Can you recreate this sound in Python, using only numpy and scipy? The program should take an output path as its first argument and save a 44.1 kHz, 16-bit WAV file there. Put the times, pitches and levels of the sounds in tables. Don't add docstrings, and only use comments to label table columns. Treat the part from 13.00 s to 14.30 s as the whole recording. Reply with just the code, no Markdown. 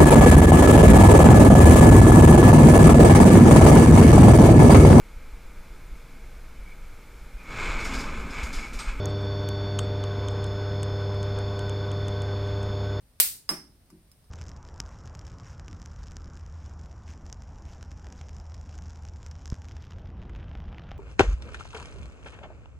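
import sys
import numpy as np
from scipy import signal
from scipy.fft import rfft, irfft
from scipy.io import wavfile
from scipy.ndimage import uniform_filter1d

SR = 44100
rng = np.random.default_rng(int(sys.argv[2]) if len(sys.argv) > 2 else 0)


def digitize_waveform(pressure):
    field = np.atleast_2d(pressure).T
    bounded = np.clip(field, -1, 1)
    quanta = np.round(bounded * 32767).astype(np.int16)
    wavfile.write(sys.argv[1], SR, quanta)


N = 57330
TOP_HZ = 15900


def spark(start_s=.2004, crack_db=13, room_db=15.5, left_lag_s=.00019):
    # pitch_hz, level_db
    crack_tone = [(60, -18), (200, -13), (450, -9), (900, -6), (1500, -3), (2200, 0), (3200, -4), (4300, 0),
                  (6000, -4), (8200, 1), (10500, -1), (14000, -3), (16000, -6)]
    # pitch_hz, gain_db
    left_shade = [(300, 1), (1200, -13.5), (2500, -10), (5500, -7), (8000, 4), (14000, -2)]
    # pitch_hz, gain_db
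    echo_tone = [(100, -19), (1000, -14), (3000, 0), (6000, -16.5), (9000, 4), (14000, 3)]
    # pitch_hz, gain_db
    tail_tone = [(60, -21.5), (200, -23), (350, -21.5), (480, -12), (650, -18), (1200, -17.5), (2200, -7.5),
                 (3200, -8), (4500, -4), (6500, -6), (9500, 4), (11500, -5.5), (14000, 6), (16000, -5)]
    # pitch_hz, level_db, fade_s
    after_ring = [(460, -43.5, 0.092)]
    crack = smear(colour(signal.unit_impulse(N), crack_tone)) * undb(crack_db)
    left = delay(colour(crack, left_shade), left_lag_s)
    direct = np.array([left, crack])
    echoes = through(colour(crack, echo_tone), nearby_echoes())
    tail = undb(room_db) * colour(classroom(), tail_tone)
    return delay(direct + echoes + tail + ring(after_ring), start_s)


def smear(x, bass_lag_s=.00056):
    lag_s = bass_lag_s * np.maximum(1 - pitches() / TOP_HZ, 0)
    cycles = np.cumsum(lag_s) * pitches()[1]
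    return irfft(rfft(x, 2 * N) * np.exp(-2j * np.pi * cycles))[..., :N]


def knocks():
    # start_s, level_db, scrape_db, scrape_s, tilt_db_per_octave, ring_db, room_db
    hits = [(.4914, -1.5, 1, 0.0031, 2, 6, 4), (0.9023, -27, 5, .007, 2, -9.5, -3.5),
            (1.1161, -31.5, 1, .002, 5.5, 0.5, -4.5), (1.2424, -37, 1, .002, 0, -7, -2)]
    # pitch_hz, level_db
    contact_tone = [(60, -12.5), (200, -3), (400, -1), (650, -2), (1050, 4.5), (1500, -1.5), (2100, -5),
                    (3000, -14), (3800, -12.5), (5500, -9.5), (6800, -13), (8600, -8.5), (10500, -11.5),
                    (13300, -16), (16000, -22)]
    # pitch_hz, level_db, fade_s
    metal_notes = [(1024, -42, .08), (1184, -45, 0.21), (1394, -54, .2), (1703, -50, .25),
                   (2093, -46, 0.29), (5030, -44.5, .18), (5780, -37, .07), (8520, -42.5, 0.15)]
    # pitch_hz, level_db, fade_s
    ping = [(5250, -19, .04)]
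    # pitch_hz, gain_db
    tail_tone = [(60, -10.5), (160, 3), (350, 13.5), (500, 4), (750, 4.5), (1150, 1), (1500, 1.5),
                 (2100, -4), (2900, -8), (4300, -19), (5200, 0.5), (6000, -3.5), (7000, -18.5),
                 (8600, -3.5), (10200, -7.5), (13400, -14.5), (15500, -13.5)]
    t = np.arange(N) / SR
    room = classroom()
    nearby = nearby_echoes() * undb(-4.5)
    ringing = ring(metal_notes) + ring(ping)
    out = 0
    for start_s, level_db, scrape_db, scrape_s, tilt_db, ring_db, room_db in hits:
        scrape = stereo_noise(alike_below_hz=2500) * np.exp(-t / scrape_s)
        push = signal.unit_impulse(N) + undb(scrape_db) * unit_energy(scrape)
        contact = colour(push, contact_tone, tilt_db)
        metal = ringing * undb(ring_db)
        direct = contact + at_microphones(metal, left_lag_s=.0001, left_db=-2.25, right_db=2.25)
        tail = colour(room, tail_tone, tilt_db) * undb(.5) + through(metal, room) * undb(-13)
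        hit = direct + through(contact, nearby) + undb(room_db) * tail
        out = out + undb(level_db) * delay(hit, start_s)
    return out


def booms():
    # start_s, level_db, swell_s
    swells = [(0.493, -35, 0.026), (0.908, -45, 0.023)]
    # pitch_hz, level_db, fade_s
    low_notes = [(169.4, 1.5, 0.31), (215.5, 4, 0.23), (286.6, 9, 0.081), (320.5, 2, 0.27), (368, 0, 0.27)]
    t = np.arange(N) / SR
    body = sum(delay(ring([note]), rng.uniform(0, .006)) for note in low_notes)
    out = 0
    for start_s, level_db, swell_s in swells:
        rise = 1 - np.exp(-(t / swell_s) ** 2)
        out = out + delay(body * rise * undb(level_db), start_s)
    return out


def ring(notes):
    t = np.arange(N) / SR
    return sum(undb(level_db) * np.sin(2 * np.pi * pitch_hz * t) * np.exp(-np.log(1000) * t / fade_s)
               for pitch_hz, level_db, fade_s in notes)


def nearby_echoes():
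    # delay_s, left_lag_s, left_db, right_db
    bounces = [(.00134, 0.0001, -8.5, -18), (.00243, 0.00023, -6, -9), (.00412, 0.00021, -6, -6),
               (.0068, 0.00024, -6, -6.5), (.0084, 0.000042, -16.5, -24.5), (0.0113, 0.00047, -13.5, -21),
               (0.0133, 0.00028, -15.5, -15)]
    click = signal.unit_impulse(N)
    return sum(at_microphones(delay(click, delay_s), left_lag_s, left_db, right_db)
               for delay_s, left_lag_s, left_db, right_db in bounces)


def classroom(build_s=.0014):
    # pitch_hz, fade_s
    fade_times = [(150, 1), (500, 0.35), (1200, 0.4), (2500, 0.36), (5000, 0.41), (9000, 0.36),
                  (15000, 0.3)]
    t = np.arange(N) / SR
    spectrum = rfft(stereo_noise(alike_below_hz=1020), 2 * N)
    tail = 0
    for band_hz, fade_s in fade_times:
        band = read_curve([(hz, hz == band_hz) for hz, _ in fade_times])
        tail = tail + irfft(spectrum * band)[:, :N] * np.exp(-np.log(1000) * t / fade_s)
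    return unit_energy(tail * (1 - np.exp(-t / build_s)))


def ventilation(level_db=-55.5, waver_db=.5):
    # pitch_hz, gain_db
    air_tone = [(20, -17.5), (50, -2.5), (90, -9), (200, -15.5), (330, -25), (600, -26), (1000, -31),
                (2000, -33), (3200, -35), (5000, -34), (7200, -41), (9200, -29.5), (11800, -42),
                (14000, -33), (15500, -42)]
    noise = colour(stereo_noise(alike_below_hz=900), air_tone)
    noise = noise * undb(level_db) / np.sqrt(np.mean(noise ** 2))
    rumble = signal.sosfilt(signal.butter(1, 200, fs=SR, output="sos"), noise)
    hiss = noise - rumble
    waver = np.interp(np.linspace(0, 1, N), np.linspace(0, 1, 20), rng.standard_normal(20))
    return hiss + rumble * undb(-waver_db * waver)


def stereo_noise(alike_below_hz):
    mid, side = rfft(rng.standard_normal((2, 2 * N)))
    alike = .94 / (1 + (pitches() / alike_below_hz) ** 2)
    mid, side = mid * np.sqrt(1 + alike), side * np.sqrt(1 - alike)
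    return irfft(np.array([mid + side, mid - side]))[:, :N]


def at_microphones(x, left_lag_s, left_db, right_db):
    return np.array([delay(x, left_lag_s) * undb(left_db), x * undb(right_db)])


def colour(x, tone, tilt_db=0):
    octaves = np.log2(np.maximum(pitches(), 200) / 2000)
    log_gain = np.log(undb(read_curve(tone) + tilt_db * octaves))
    folded = irfft(log_gain)
    folded[1:N] *= 2
    folded[N + 1:] = 0
    return irfft(rfft(x, 2 * N) * np.exp(rfft(folded)))[..., :N]


def through(x, echoes):
    return irfft(rfft(x, 2 * N) * rfft(echoes, 2 * N))[:, :N]


def delay(x, delay_s):
    return irfft(rfft(x, 2 * N) * np.exp(-2j * np.pi * pitches() * delay_s))[..., :N]


def read_curve(points):
    pitch_hz, values = np.array(points, float).T
    return np.interp(np.log(np.maximum(pitches(), 1)), np.log(pitch_hz), values)


def pitches():
    return np.arange(N + 1) * SR / (2 * N)


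def unit_energy(x):
    return x / np.sqrt(np.sum(x ** 2) / 2)


def undb(db):
    return 10 ** (np.asarray(db) / 20)


def suppress_noise(x, deepest_cut_db=-4.5, let_go_db=13):
    bands = signal.stft(x, nperseg=512)[2]
    power = np.mean(abs(bands) ** 2, axis=0)
    power = uniform_filter1d(power, size=15, axis=0)
    power = np.abs(uniform_filter1d(power, size=3, axis=1))
    background = np.median(power, axis=1, keepdims=True) + 1e-18
    cut_db = deepest_cut_db / (1 + power / background / undb(let_go_db) ** 2)
    return signal.istft(bands * undb(cut_db))[1][:, :N]


def scene():
    return spark() + knocks() + booms() + ventilation()


def record(dry):
    clipped = np.clip(suppress_noise(dry), -1, 1)
    treble_cut = signal.ellip(10, .2, 70, TOP_HZ, fs=SR, output="sos")
    return signal.sosfilt(treble_cut, clipped)


dry = scene()
out = record(dry)
digitize_waveform(out)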